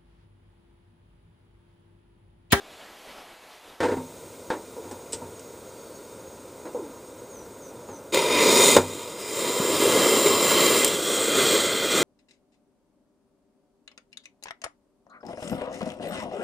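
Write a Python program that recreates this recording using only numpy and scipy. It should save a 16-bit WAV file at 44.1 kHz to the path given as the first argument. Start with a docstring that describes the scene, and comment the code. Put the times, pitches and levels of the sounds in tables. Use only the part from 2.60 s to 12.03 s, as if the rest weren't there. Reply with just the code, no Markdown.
"""A tower of matchsticks burns in a workshop. First a fire is heard softly from outside. From 1.2 s a
microphone inside the unlit tower hears hiss, knocks on the bench, dull thumps and a bird outdoors.
At 5.5 s the match heads catch with two pops of gas and flare up to a bang at 6.2 s. The flame sinks,
then burns on in a surging roar that rings in the gaps between the sticks, with more pops and snaps."""
import sys
import numpy as np
from scipy import signal
from scipy.fft import rfft, irfft, next_fast_len
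from scipy.io import wavfile
from scipy.ndimage import uniform_filter1d, map_coordinates

SR = 44100
rng = np.random.default_rng(int(sys.argv[2]) if len(sys.argv) > 2 else 0)


def store_wav(level_fs):
    """Save 16-bit WAV to argv[1]."""
    pcm = np.round(np.clip(np.atleast_2d(level_fs), -1, 1) * 32767)
    wavfile.write(sys.argv[1], SR, pcm.T.astype(np.int16))


N = 415863
TIME = np.arange(N) / SR
AFTER = np.arange(SR * 3 // 4) / SR  # seconds since the start of one short sound
INSIDE_S, CATCH_S, BANG_S = 1.204, 5.521, 6.155
TOP_HZ = 15400

# The tone of a knock on wood: f/Hz, level/dB
WOOD_TONE = [(50, -26), (100, -28), (190, -14.5), (270, -4), (480, 1.5), (700, -11), (930, -3.5),
             (1200, -17.5), (1400, -11.5), (2700, -29.5), (3900, -30), (5200, -35), (9000, -38),
             (13000, -66)]
# Pitches at which the gaps between the sticks ring, up to the first flash: f/Hz, width/Hz, boost/dB
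FIRST_GAPS = [(960, 96, 15.5), (1246, 226, 10), (2070, 190, 12), (2420, 100, 12), (3205, 36, 9),
              (3700, 130, 13), (4140, 92, 7.5), (4940, 150, 11), (5700, 220, 5), (6921, 500, 11),
              (7900, 260, 5.6), (9150, 220, 6.5)]


def amp(db):
    """Turn decibels into a number to multiply by."""
    return 10 ** (np.asarray(db) / 20)


def unit(x):
    """Scale a signal to an average size (rms) of 1."""
    return x / np.sqrt(np.mean(x ** 2) + 1e-20)


def tone(points, hz):
    """The gain at hz, on a curve through points of f/Hz, level/dB."""
    f, db = np.transpose(points)
    return amp(np.interp(np.log(hz + 1), np.log(f), db))


def curve(points):
    """Join points of time and value with straight lines."""
    return np.interp(TIME, *np.transpose(points))


def wobble(rate):
    """A smooth curve through `rate` random values a second."""
    return map_coordinates(rng.standard_normal(int(N * rate / SR) + 4), [TIME * rate])


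def ramp(start, length):
    """Rise from 0 to 1 over `length` seconds."""
    return np.clip((TIME - start) / length, 0, 1)


def fade(fade_s):
    """Die away by 60 dB in fade_s seconds."""
    return np.exp(-np.log(1000) * AFTER / fade_s)


def filtered(x, response):
    """Turn each frequency in x up or down by response(hz)."""
    size = next_fast_len(len(x) + 8192, True)
    return irfft(rfft(x, size) * response(np.fft.rfftfreq(size, 1 / SR)), size)[:len(x)]


def band(hz, lo, hi):
    """A gain near 1 between lo and hi that drops steeply outside."""
    return 1 / np.sqrt((1 + (lo / (hz + 1)) ** 16) * (1 + (hz / hi) ** 16))


def noise(response, size=N):
    """Noise shaped by response(hz), with an average size of 1."""
    return unit(filtered(rng.standard_normal(size), response))


def short_noise(response):
    """Shaped noise for one short sound."""
    return noise(response, len(AFTER))


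def add(track, s, sound):
    """Mix a sound into the track at s seconds."""
    part = track[round(s * SR):][:len(sound)]
    part += sound[:len(part)]


def echoes(x, fade_s):
    """Small things nearby throw back many quick echoes, of the higher pitches only."""
    bounces = rng.standard_normal(len(AFTER)) * fade(fade_s) * (AFTER > 0.003)
    echoed = signal.fftconvolve(x, bounces / np.linalg.norm(bounces))[:N]
    return filtered(echoed, lambda hz: band(hz, 1300, SR))


def drifting_tone(x, depth_db):
    """Random patches of the sound, about 600 Hz wide and 0.15 s long, get louder or softer."""
    spectrum = signal.stft(x, nperseg=512)[2]
    patches = rng.standard_normal(spectrum.shape)
    for _ in range(2):
        patches = uniform_filter1d(patches, 7, axis=0)  # smooth over pitch
        patches = uniform_filter1d(patches, 24, axis=1)  # smooth over time
    return signal.istft(spectrum * amp(depth_db * unit(patches)), nperseg=512)[1][:N]


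def gap_boost_db(gaps, hz):
    """The air between the sticks boosts the pitches at which it rings."""
    return sum(db * np.exp(-((hz - centre) / width) ** 2) for centre, width, db in gaps)


def quiet_room():
    """Low room noise, a slowly sinking hiss made hollow by the tower, and the microphone's whine."""
    # The tone of the quiet inside the tower: f/Hz, level/dB
    quiet_tone = [(25, -27.5), (100, -6), (150, -10.5), (260, -5), (510, 0.5), (770, -15), (950, -7.5),
                  (1150, -17.5), (1380, -14), (1750, -26.5), (5200, -25.5), (8500, -20), (12300, -32.5),
                  (15000, -23.5)]
    # Faint electronic tones: f/Hz, level/dB
    whines = [(5426, -75), (6595, -61), (8721, -66), (14115, -72), (15278, -73)]
    room = amp(-44 + 0.53 * wobble(8)) * noise(lambda hz: tone(quiet_tone, hz) * band(hz, 15, 2150))
    hollow = lambda hz: amp(0.52 * gap_boost_db(FIRST_GAPS, hz) * band(hz, 1600, 4360))
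    hiss_db = -49 - 1.05 * (TIME - INSIDE_S)
    hiss = amp(hiss_db) * noise(lambda hz: tone(quiet_tone, hz) * hollow(hz) * band(hz, 1970, SR))
    whine = sum(amp(db) * noise(lambda f: np.exp(-((f - hz) / 25) ** 2)) for hz, db in whines)
    return room + hiss + whine


def bird():
    """A bird sings thin whistles that fall fast and level off."""
    # Whistles: t/s, level/dB, length/s, start f/Hz, end f/Hz
    chirps = [(3.05, -62, 0.49, 4740, 4420), (4.678, -50.5, 0.19, 7500, 5880),
              (4.976, -51, .15, 7460, 5920), (5.257, -50.5, 0.17, 7600, 5950)]
    out = np.zeros(N)
    for s, db, length, start_hz, end_hz in chirps:
        progress = np.clip(AFTER / length, 0, 1)
        pitch = end_hz + (start_hz - end_hz) * (1 - progress) ** 2.9
        swell = np.sin(np.pi * progress ** 0.88)
        waver = 1 + 0.57 * short_noise(lambda hz: hz < 120)
        add(out, s, amp(db) * swell * waver * np.sin(2 * np.pi * np.cumsum(pitch) / SR))
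    return out


def outside_fire():
    """From a distance the flames are a soft, fluttering rush; the low part swings the most."""
    # How hard the fire burns: t/s, level/dB
    strength = [(0.01, -50.5), (0.1, -45.5), (0.42, -44), (0.6, -43.5), (0.78, -50), (0.94, -46),
                (1.02, -50.5), (1.1, -43), (1.18, -53.5)]
    # The tone of the distant flames: f/Hz, level/dB
    distant_tone = [(25, -7), (60, -11), (130, -12.5), (300, -4), (480, -1.5), (750, 1), (1300, -3.5),
                    (2200, -6.5), (3500, -8), (5500, -15.5), (9000, -17.5), (14000, -20)]
    # The low, middle and high part of the flames: level/dB, swing/(dB per dB), flutter/dB
    parts = [(-8, 1.1, 1.0), (-1.5, 0.61, 0.6), (-11.5, 0.5, 0)]
    ranges_hz = [(15, 700), (700, 6500), (6500, 14300)]
    strength_db = curve(strength)
    mean_db = strength_db.mean()
    swing_db = strength_db - mean_db + 0.6 * wobble(30)
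    flame = np.zeros(N)
    for (db, swing, flutter_db), (lo, hi) in zip(parts, ranges_hz):
        level = amp(mean_db + db + swing * swing_db + flutter_db * wobble(25))
        flame += level * noise(lambda hz: tone(distant_tone, hz) * band(hz, lo, hi))
    flame = drifting_tone(flame, depth_db=1.26) + amp(-7.5) * echoes(flame, fade_s=0.07)
    return filtered(flame, lambda hz: hz < 14400)


def thumps(start_hz=510, end_hz=260, sink_s=0.07):
    """Soft, hollow blows that shudder and sink in pitch as they die."""
    # Dull blows: t/s, level/dB, fade/s
    blows = [(1.287, -22, 0.19), (2.166, -31, 0.31), (4.146, -25.5, 0.41), (6.168, -11, 0.12)]
    out = np.zeros(N)
    pitch = end_hz + (start_hz - end_hz) * np.exp(-(AFTER / sink_s) ** 1.58)
    onset = 1 - np.exp(-AFTER / 0.0028)
    for s, db, fade_s in blows:
        shudder = 1 + 0.63 * short_noise(lambda hz: band(hz, 18, 96))
        body = shudder * np.sin(2 * np.pi * np.cumsum(pitch) / SR)
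        puff = short_noise(lambda hz: tone(WOOD_TONE, hz) * band(hz, 166, 1130))
        add(out, s, amp(db) * (1.03 * body + 0.45 * puff) * fade(fade_s) * onset)
    return out


def bench_ring():
    """The struck bench rings with its own notes, in a slightly new mix for each blow."""
    # The notes of the bench: f/Hz, level/dB, fade/s
    notes = [(95.3, -4.5, 0.47), (157.4, -10, 0.5), (254.6, 2, 0.32), (386, -30, 0.24), (465, -1.5, 0.23),
             (918, 0, 0.26), (1360, -31, 0.14)]
    ring = np.zeros(len(AFTER))
    for hz, db, fade_s in notes:
        level = amp(db + rng.standard_normal())
        ring += level * fade(fade_s) * np.sin(2 * np.pi * (hz * AFTER + rng.random()))
    return ring * (1 - np.exp(-AFTER / 0.0025))


def knocks(fade_s=0.24):
    """Each knock has a woody body and a shorter bright edge, and sets the bench ringing."""
    # Knocks on the bench: t/s, level/dB, ring compared with that level/dB
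    blows = [(1.2038, -13.5, -18.5), (1.231, -13, -31), (1.251, -17, -35), (1.285, -18.5, -19),
             (1.316, -19, -14), (1.369, -26.5, -3.5), (1.903, -15, -42), (1.936, -26, -33),
             (2.245, -33, -13), (2.311, -27.5, -22), (2.532, -29, -13), (2.617, -31.5, -8),
             (4.053, -26.5, -30), (5.289, -29, -24), (5.314, -34, -12.5)]
    out = np.zeros(N)
    for s, db, ring_db in blows:
        body = short_noise(lambda hz: tone(WOOD_TONE, hz) * band(hz, 210, 1290)) * fade(fade_s)
        edge = short_noise(lambda hz: tone(WOOD_TONE, hz) * band(hz, 1400, SR)) * fade(fade_s * 0.71)
        edge_db = -8.5 + 0.5 * db  # harder blows are brighter
        add(out, s, amp(db) * (amp(-7.5) * body + amp(edge_db) * edge + amp(ring_db) * bench_ring()))
    return out


def snaps():
    """Dry sticks snap with a short, bright burst of noise."""
    # Snapping sticks: t/s, level/dB, fade/s, change to the highest pitches/dB
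    sticks = [(2.3126, -32, 0.081, -5), (2.5227, -26, 0.087, -5), (2.5307, -20, 0.12, -17),
              (2.794, -34.5, 0.054, -6), (8.2462, 2.5, 0.02, 4), (8.2783, -7, 0.019, 4)]
    # The tone of a snap: f/Hz, level/dB
    snap_tone = [(300, -14), (1500, -22), (3000, -11), (4400, -13), (5600, -7), (6500, -10.5), (8000, 0),
                 (10000, -7.5), (12500, -16), (15000, -12)]
    out = np.zeros(N)
    for s, db, fade_s, top_db in sticks:
        burst = short_noise(lambda hz: tone(snap_tone, hz) * amp(top_db * band(hz, 10800, SR)))
        add(out, s, amp(db - 8) * burst * fade(fade_s))
    return out


def flame_colour(gaps, hz):
    """The tone of the flame, boosted where the gaps ring."""
    # The tone of the flame alone: f/Hz, level/dB
    flame_tone = [(40, -41), (100, -22.5), (250, -9), (420, -1), (570, -5.5), (740, -20.5), (1800, -18.5),
                  (3500, -14.5), (6000, -23), (9300, -15), (10700, -26.5), (12800, -24), (15200, -19.5)]
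    return tone(flame_tone, hz) * amp(gap_boost_db(gaps, hz))


def pops():
    """A burst of gas swings the air in the tower, cracks, and leaves a rumble in the room and bench."""
    # Gas bursts from groups of match heads: t/s, level/dB, f/Hz, fade/s, crack/dB, rumble/dB
    bursts = [(5.545, -13, 530, 0.023, 9, -28), (5.573, -16, 480, 0.042, 6.5, -16),
              (6.1661, 1, 492, 0.056, -3.5, -11), (7, -13, 211, 0.024, -18, -20),
              (7.661, -11, 413, 0.13, -1, -27)]
    crack_tone = lambda f: flame_colour(FIRST_GAPS, f) * band(f, 1200, TOP_HZ) / np.hypot(1, f / 10000)
    out = np.zeros(N)
    for s, db, hz, fade_s, crack_db, rumble_db in bursts:
        # the open tower holds no pressure, so the lowest pitches leak away
        low_cut = signal.butter(2, hz / 2, "high", fs=SR, output="sos")
        swing = signal.sosfilt(low_cut, -np.sin(2 * np.pi * hz * AFTER) * fade(fade_s))
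        crack = short_noise(crack_tone) * fade(fade_s)
        room = short_noise(lambda f: tone(WOOD_TONE, f) * band(f, 150, TOP_HZ)) * fade(0.17)
        rumble = room + amp(-13) * bench_ring()
        add(out, s, amp(db) * (swing + amp(crack_db - 9.5) * crack + amp(rumble_db) * rumble))
    return filtered(out, lambda hz: band(hz, 76, SR))


def gas_jets(gaps, sputters_per_s, sputter_gain):
    """Sputtering jets of gas ring the gaps, giving a low roar, a middle rush and a high fizz."""
    sputter = unit((rng.random(N) < sputters_per_s / SR) * rng.standard_normal(N))
    gas = rng.standard_normal(N) + sputter_gain * sputter
    ringing = filtered(gas, lambda hz: flame_colour(gaps, hz))
    return np.array([unit(filtered(ringing, lambda hz: band(hz, lo, hi) * (hz < TOP_HZ)))
                     for lo, hi in [(15, 750), (750, 5800), (5800, SR)]])


def fire(whistle_hz=3140):
    """The match heads burn in surges, and the moving flame rings one set of gaps after another."""
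    # How hard the heads burn in the first flash, and in the blaze after the bang: t/s, level/dB
    flash = [(5.56, -24.5), (5.61, -27.5), (5.66, -29), (5.78, -23.5), (5.88, -21.0), (6.08, -20.5),
             (6.15, -22.5)]
    blaze = [(6.27, -42), (6.42, -42.5), (6.56, -45.5), (6.8, -33.5), (7.1, -30), (7.27, -26.5),
             (7.55, -26), (7.78, -27), (8.0, -23.5), (8.17, -24), (8.38, -32.5), (8.55, -28.5),
             (8.69, -29.5), (8.8, -23.0), (8.98, -23.5), (9.12, -29.5), (9.28, -28.5), (9.36, -24.5)]
    # The gaps that ring in the blaze, and near the end: f/Hz, width/Hz, boost/dB
    blaze_gaps = [(980, 145, 3.2), (1182, 300, 12.8), (1680, 30, 11.4), (2053, 155, 12.8), (2358, 64, 10.3),
                  (2730, 140, 5.9), (3170, 93, 12.4), (4010, 250, 7.8), (4980, 250, 5.7), (5460, 57, 9),
                  (7320, 290, 12), (8000, 65, 5.2)]
    late_gaps = [(1314, 346, 12), (2050, 144, 11.4), (2430, 43, 12.6), (2740, 50, 2.7), (3200, 75, 11),
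                 (3367, 210, 7.7), (4200, 530, 7), (5740, 216, 6.4), (6880, 430, 8.4), (7530, 110, 12),
                 (7800, 110, 8.4), (8370, 120, 11.5)]
    to_blaze, to_late = ramp(5.99, 1.54), ramp(8.15, 0.27)
    roar, rush, fizz = (np.sqrt(1 - to_blaze) * gas_jets(FIRST_GAPS, 900, 0.54)
                        + np.sqrt(to_blaze * (1 - to_late)) * gas_jets(blaze_gaps, 1200, 0.51)
                        + np.sqrt(to_late) * gas_jets(late_gaps, 1000, 0.43))
    # one jet blows across a gap and sings hoarsely
    whistle_level = amp(-15.5 + 3.1 * wobble(9)) * ramp(7.18, 0.015)
    whistle = whistle_level * noise(lambda hz: np.exp(-((hz - whistle_hz) / 65) ** 2))
    draught_db = 5 * (TIME > BANG_S) * (1 - ramp(BANG_S, 2.5))  # extra roar after the bang
    cold_db = -6.5 * (1 - ramp(5.76, 0.26))  # the fizz is weak until the tower is hot
    spent_db = -4 * ramp(8.62, 0.29)  # and weakens again as the heads are used up
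    roar = roar * amp(-0.1 + draught_db + 0.65 * wobble(25))
    fizz = fizz * amp(-0.92 + cold_db + spent_db + 0.65 * wobble(35))
    flutter_db = 0.52 * wobble(32)  # heads flare one after another
    burn = amp(curve(np.vstack([flash, blaze])) + flutter_db) * (roar + rush + whistle + fizz)
    catch_db = -10 * (1 - ramp(CATCH_S, 0.026))  # the first heads take light
    choke_db = -8 * (ramp(BANG_S, 0.054) - ramp(BANG_S + 0.057, 0.062))  # the bang blows the flame down
    return burn * ramp(CATCH_S, 0.0048) * amp(catch_db + choke_db)


def scene():
    """The outer microphone gives way to the inner one; left and right are the same."""
    inside = quiet_room() + drifting_tone(fire(), depth_db=1.0) + knocks()
    inside += amp(-9.5) * echoes(inside, fade_s=0.08)
    inside += thumps() + bird() + pops() + snaps()
    deaf_hz = 11270  # the inner microphone misses the pitches around this one
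    inside = filtered(inside, lambda hz: np.abs(hz - deaf_hz) / np.hypot(hz - deaf_hz, 600))
    mono = np.where(TIME < INSIDE_S, outside_fire(), inside)
    return np.array([mono, mono])


def record(dry):
    """The recorder rounds off the loudest peaks and cuts the pitches above TOP_HZ."""
    rounded = dry / (1 + np.abs(dry) ** 6) ** (1 / 6)
    high_cut = lambda hz: 0.5 - 0.5 * np.tanh((hz - TOP_HZ) / 60)
    return np.array([filtered(channel, high_cut) for channel in rounded])


dry = scene()
out = record(dry)
store_wav(out)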